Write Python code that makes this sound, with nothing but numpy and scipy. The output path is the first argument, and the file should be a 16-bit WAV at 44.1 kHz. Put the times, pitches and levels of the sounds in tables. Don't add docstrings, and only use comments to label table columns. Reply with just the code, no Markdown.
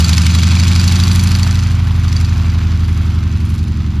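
import sys
import numpy as np
from scipy import signal
from scipy.fft import rfft, irfft, next_fast_len
from scipy.io import wavfile
from scipy.ndimage import map_coordinates

SR = 44100
rng = np.random.default_rng(int(sys.argv[2]) if len(sys.argv) > 2 else 0)


def unload_wav(signal):
    wavfile.write(
        sys.argv[1],
        SR,
        np.round(np.clip(np.atleast_2d(signal).T, -1, 1) * 32767).astype(np.int16),
    )


N = 176400


def amp(db):
    return 10 ** (np.asarray(db) / 20)


def unit(x):
    return x / np.sqrt(np.mean(x ** 2) + 1e-20)


def along(points, hz):
    f, v = np.transpose(points)
    return np.interp(np.log(hz + 1), np.log(f + 1), v)


def curve(rows):
    return np.interp(np.arange(N) / SR, *np.transpose(rows))


def wobble(rate):
    return map_coordinates(rng.standard_normal(int(N * rate / SR) + 4), [np.arange(N) * rate / SR])


def filtered(x, response):
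    m = next_fast_len(N + SR // 2)
    return irfft(rfft(x, m) * response(np.fft.rfftfreq(m, 1 / SR)), m)[..., :N]


def noise(spectrum):
    return unit(filtered(rng.standard_normal(N), lambda hz: amp(along(spectrum, hz))))


# t/s, f/Hz
CYCLE_RATE = [(0.0, 11.431), (0.2, 11.59), (0.5, 12.129), (0.9, 12.549), (1.2, 12.709), (1.5, 12.556),
              (1.9, 12.155), (2.5, 11.789), (3.1, 11.52), (3.5, 11.233), (4.0, 10.712)]
# t/s, opening (0 back, 1 open)
THROTTLE = [(0, 0.88), (1.25, 0.87), (1.7, 0.092), (2.6, 0.11), (4, 0)]
# position/cycle, relative level/dB
SURGES = [(.989, -0.5), (.135, -4), (.27, -3), (.418, -0.32), (.562, -3), (.702, -3.5), (.844, -2.5)]
# order, level/dB with throttle open, level/dB with throttle back
HARMONICS = [(5, -45, -38), (6, -26.5, -35), (7, -10, -13.5), (8, -30.5, -24.5), (9, -22, -21),
             (10, -26, -37), (11, -28.5, -26), (12, -30.5, -49), (13, -33, -35), (14, -22.5, -28),
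             (15, -30, -47.5), (16, -24, -33), (17, -35.5, -43), (18, -30.5, -32.5), (19, -36.5, -45),
             (20, -37, -31.5), (21, -34.5, -43.5), (22, -58, -43), (23, -49, -44.5), (24, -54.5, -45),
             (25, -44, -49), (26, -46.5, -44.5), (27, -41, -44.5), (28, -45, -49.5), (29, -51, -47),
             (30, -52.5, -58), (31, -66, -51), (32, -71, -53.5), (33, -76, -48.5), (34, -61, -52)]
# t/s, gain/dB
BOOM_SWELL = [(0, -1), (.5, 1.3), (1.2, -0.5), (1.8, 0.5), (2.9, 0), (4, -4.5)]
# t/s, gain/dB
UPPER_SWELL = [(0, 1.5), (.7, 1), (1.2, -0.5), (1.8, -3), (2.4, -1), (3.1, 0), (3.6, 1), (4, 2)]
def exhaust_tones(cycle, waver_db, jitter_rad, boom_order=7, upper_order=15, pipe_hz=220, width_hz=35):
    throttle, rate, tones = curve(THROTTLE), curve(CYCLE_RATE), np.zeros(N)
    position, surge_db = np.transpose(SURGES)
    for order, open_db, back_db in HARMONICS:
        surge_phase = np.angle(np.sum(amp(surge_db) * np.exp(-2j * np.pi * order * position)))
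        pipe_lag = np.pi + 2 * np.arctan((order * rate - pipe_hz) / width_hz)
        swell_db = curve(BOOM_SWELL) if order == boom_order else waver_db * wobble(2.004)
        if order >= upper_order:
            swell_db += curve(UPPER_SWELL)
        rms = amp(back_db + (open_db - back_db) * throttle + swell_db)
        jitter = jitter_rad * order * wobble(14)
        tones += np.sqrt(2) * rms * np.cos(2 * np.pi * order * cycle + surge_phase - pipe_lag + jitter)
    return tones


# t/s, level/dB
BLADE_LEVEL = [(0, -35), (.3, -44), (.8, -29), (1.3, -23), (1.9, -23), (2.9, -24.5), (3.6, -33), (4, -30)]
def propeller(cycle, lag_cycles, shaft_db):
    shaft_angle = 2 * np.pi * 2 * (cycle - lag_cycles)
    blades = amp(curve(BLADE_LEVEL)) * np.cos(2 * shaft_angle)
    return np.sqrt(2) * (blades + amp(shaft_db) * np.cos(shaft_angle))


def pulse_train(cycle, bursts, scatter_db, base_db):
    power = np.full(N, amp(base_db) ** 2)
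    for position, width, db in bursts:
        nearest = np.round(cycle - position)
        size = amp(db + scatter_db * rng.standard_normal(64))[nearest.astype(int) % 64]
        power += (size * np.exp(-.5 * ((cycle - position - nearest) / width) ** 2)) ** 2
    return unit(np.sqrt(power))


# position/cycle, width/cycle, relative level/dB
JETS = [(0.077, 0.03, 0), (.165, 0.038, -8), (.298, 0.0062, -6), (.435, 0.018, -11), (.522, 0.023, 0),
        (.622, 0.021, -3), (.73, 0.015, -3.5), (.872, 0.013, -9.5), (.97, 0.025, -2)]
# t/s, relative level/dB
RASP_LEVEL = [(0, -31.5), (.9, -31.5), (1.35, -31.5), (1.7, -35), (2.4, -35.5), (3.05, -37), (3.6, -41.5),
              (4, -41)]
HISS_LEVEL = [(0, -22.5), (.5, -24), (.9, -23.5), (1.35, -28), (1.6, -32), (1.9, -41), (2.17, -33.5),
              (2.4, -38.5), (3, -41.5), (3.3, -44), (3.55, -41), (4, -46.5)]
SIZZLE_LEVEL = [(0, -37), (.4, -43.5), (.75, -42), (1.15, -37), (1.5, -45), (1.8, -55.5), (2.2, -49),
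                (2.7, -64), (2.9, -53), (3.3, -63), (3.52, -47.5), (3.8, -66), (4, -60)]
# f/Hz, relative level/dB
RASP_SPECTRUM = [(150, -20), (350, -10.5), (480, -8), (600, -7.5), (800, -2.5), (1050, 0), (1350, 0.5),
                 (1700, -3), (2050, -4), (2450, -4), (3300, -6.5), (5000, -12), (9000, -27)]
HISS_SPECTRUM = [(600, -24), (1500, -5.5), (2400, -4), (3300, -2.5), (4100, -1), (4650, -1.5), (5200, -3),
                 (6400, -6.5), (7800, -3.5), (9500, -15), (14000, -40.5)]
SIZZLE_SPECTRUM = [(2000, -18), (6000, -5.5), (8500, 5), (10500, -1), (12000, -4), (14000, -11.5),
                   (15500, -16)]
def exhaust_gas(cycle, rasp_lag_cycles, rasp_width_cycles, open_crackle_db, idle_crackle_db):
    surges = [(position + rasp_lag_cycles, rasp_width_cycles, db) for position, db in SURGES]
    rasp = pulse_train(cycle, surges, scatter_db=2.5, base_db=-1.5) * noise(RASP_SPECTRUM)
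    hiss = pulse_train(cycle, JETS, scatter_db=1.9, base_db=-10) * noise(HISS_SPECTRUM)
    sizzle = pulse_train(cycle, JETS, scatter_db=1.5, base_db=-17.5) * noise(SIZZLE_SPECTRUM)
    rasp *= amp(curve(RASP_LEVEL) + 2)
    hiss *= amp(curve(HISS_LEVEL) - 2)
    sizzle *= amp(curve(SIZZLE_LEVEL) + 4.5)
    depth_db = idle_crackle_db + (open_crackle_db - idle_crackle_db) * curve(THROTTLE)
    crackle = unit(amp(depth_db * wobble(600)))
    deep_crackle = unit(amp(1.7 * depth_db * wobble(600)))
    return crackle * (rasp + hiss) + deep_crackle * sizzle


# t/s, then relative level/dB of the bark, of the ring and of the sizzle
POPS = [(0.046, -33, -10.5, -27), (0.094, -15, -18, -22), (.134, -17.5, -19, -35), (.180, -7, -18, -26),
        (.265, -8, -23, -25), (.350, -13, -18, -23), (0.432, -12, -36, -29), (.598, -26, -18, -26),
        (.761, -13, -18.5, -33), (0.795, -21, -12, -32), (.842, -22, -28, -31), (0.879, -12, -12, -30),
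        (1.036, -28, -12, -29), (1.115, -30, -13.5, -26), (1.195, -16, -15, -30), (1.236, -33, -36, -19),
        (1.272, -18, -19, -29), (1.350, -14.5, -15, -40), (1.431, -13.5, -16.5, -39),
        (1.509, -16, -27, -38), (1.591, -29, -22, -36), (2.081, -37, -24, -45), (2.127, -17, -35, -40),
        (2.166, -32, -17, -45), (2.212, -32, -33, -33), (2.249, -32, -24, -48), (2.5, -35, -34, -52),
        (2.845, -41, -30, -48)]
# f/Hz, relative level/dB
BARK_SPECTRUM = [(500, -46), (1500, -2), (2400, -1), (3300, -10), (4000, 2.5), (4600, -3), (5400, 2.5),
                 (6600, -3), (8000, -1), (11000, -17), (15000, -42)]
# f/Hz, relative level/dB, T60/s
PIPE_MODES = [(3900, -22, 0.075), (4576, -3.5, 0.043), (4770, -0.5, 0.02), (6120, -10, 0.02)]
def exhaust_pops(attack_s, t60_s, detune):
    bark, ring, sizzle = np.zeros((3, N))
    t = np.arange(SR // 10) / SR
    rise = 1 - np.exp(-t / attack_s)
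    burst = rise * amp(-60 * t / t60_s)
    for onset, bark_db, ring_db, sizzle_db in POPS:
        span = slice(round(onset * SR), round(onset * SR) + len(t))
        bark[span] += amp(bark_db) * burst
        sizzle[span] += amp(sizzle_db) * burst
        for hz, mode_db, mode_t60 in PIPE_MODES:
            pitch = hz * (1 + detune * rng.standard_normal())
            envelope = rise * amp(ring_db + mode_db - 60 * t / mode_t60)
            ring[span] += envelope * np.sin(2 * np.pi * (pitch * t + rng.random()))
    bark *= noise(BARK_SPECTRUM)
    sizzle *= noise(SIZZLE_SPECTRUM)
    return amp(-2.5) * bark + amp(1) * ring + amp(2.5) * sizzle


# f/Hz, level/dB relative to HISS_LEVEL
PINGS = [(2450, -12), (3350, -14), (4000, -12), (4600, -12), (5400, -16), (6400, -13)]
def pipe_clatter(cycle, flicker_db, jitter_rad):
    t, pings = np.arange(N) / SR, np.zeros(N)
    for hz, db in PINGS:
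        flicker = amp(flicker_db * wobble(130))
        tone = np.sin(2 * np.pi * hz * t + jitter_rad * wobble(150))
        pings += amp(db) * unit(flicker * tone)
    return amp(curve(HISS_LEVEL)) * pulse_train(cycle, JETS, scatter_db=0.5, base_db=-8) * pings


# f/Hz, relative level/dB
WIND_SPECTRUM = [(12, -10), (28, -14), (50, 4), (90, 1.5), (200, -13), (300, -16), (450, -23), (1000, -51),
                 (4000, -90)]
def wind(level_db, gust_db):
    return amp(level_db + gust_db * wobble(4.4)) * noise(WIND_SPECTRUM)


def airfield_echo(x, t60_s, low_cut_hz):
    t = np.arange(SR // 4) / SR
    tail = rng.standard_normal((2, len(t))) * amp(-60 * t / t60_s)
    echo = signal.fftconvolve(x[None], tail / np.linalg.norm(tail[0]), axes=1)[:, :N]
    return filtered(echo, lambda hz: hz / (hz + low_cut_hz))


# f/Hz, level/dB
PORT_BALANCE = [(60, -0.5), (100, -0.5), (180, -1.0), (310, -1.0), (540, -2.0), (940, -4.0), (1640, -3.0),
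                (2840, -0.5), (4920, 0.0), (8540, 0.0), (14800, 0.0)]
# f/Hz, phase/rad
PORT_PHASE = [(0, 0), (1450, .1), (1750, -.95), (2150, -.05), (3000, .4), (3600, .1), (5100, 0),
              (5650, -.9), (6600, -1), (8500, -3.14), (10000, -4.7), (11200, -6.2), (12900, -6.4),
              (14800, -9.4)]
def port_response(hz):
    sides = np.array([[.5], [-.5]])
    return amp(sides * along(PORT_BALANCE, hz)) * np.exp(1j * sides * along(PORT_PHASE, hz))


def scene():
    cycle = np.cumsum(curve(CYCLE_RATE)) / SR
    aircraft = exhaust_tones(cycle, waver_db=1.5, jitter_rad=0.0077)
    aircraft += propeller(cycle, lag_cycles=0.18, shaft_db=-47)
    aircraft += exhaust_gas(cycle, rasp_lag_cycles=0.016, rasp_width_cycles=0.042,
                            open_crackle_db=2.1, idle_crackle_db=1.35)
    aircraft += exhaust_pops(attack_s=0.00046, t60_s=0.024, detune=0.013)
    aircraft += pipe_clatter(cycle, flicker_db=3.8, jitter_rad=4)
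    direct = filtered(aircraft + wind(level_db=-31, gust_db=4.5), port_response)
    return direct + amp(-25) * airfield_echo(aircraft, t60_s=0.11, low_cut_hz=500)


def record(dry):
    return filtered(dry, lambda hz: hz < 15400)


dry = scene()
out = record(dry)
unload_wav(out)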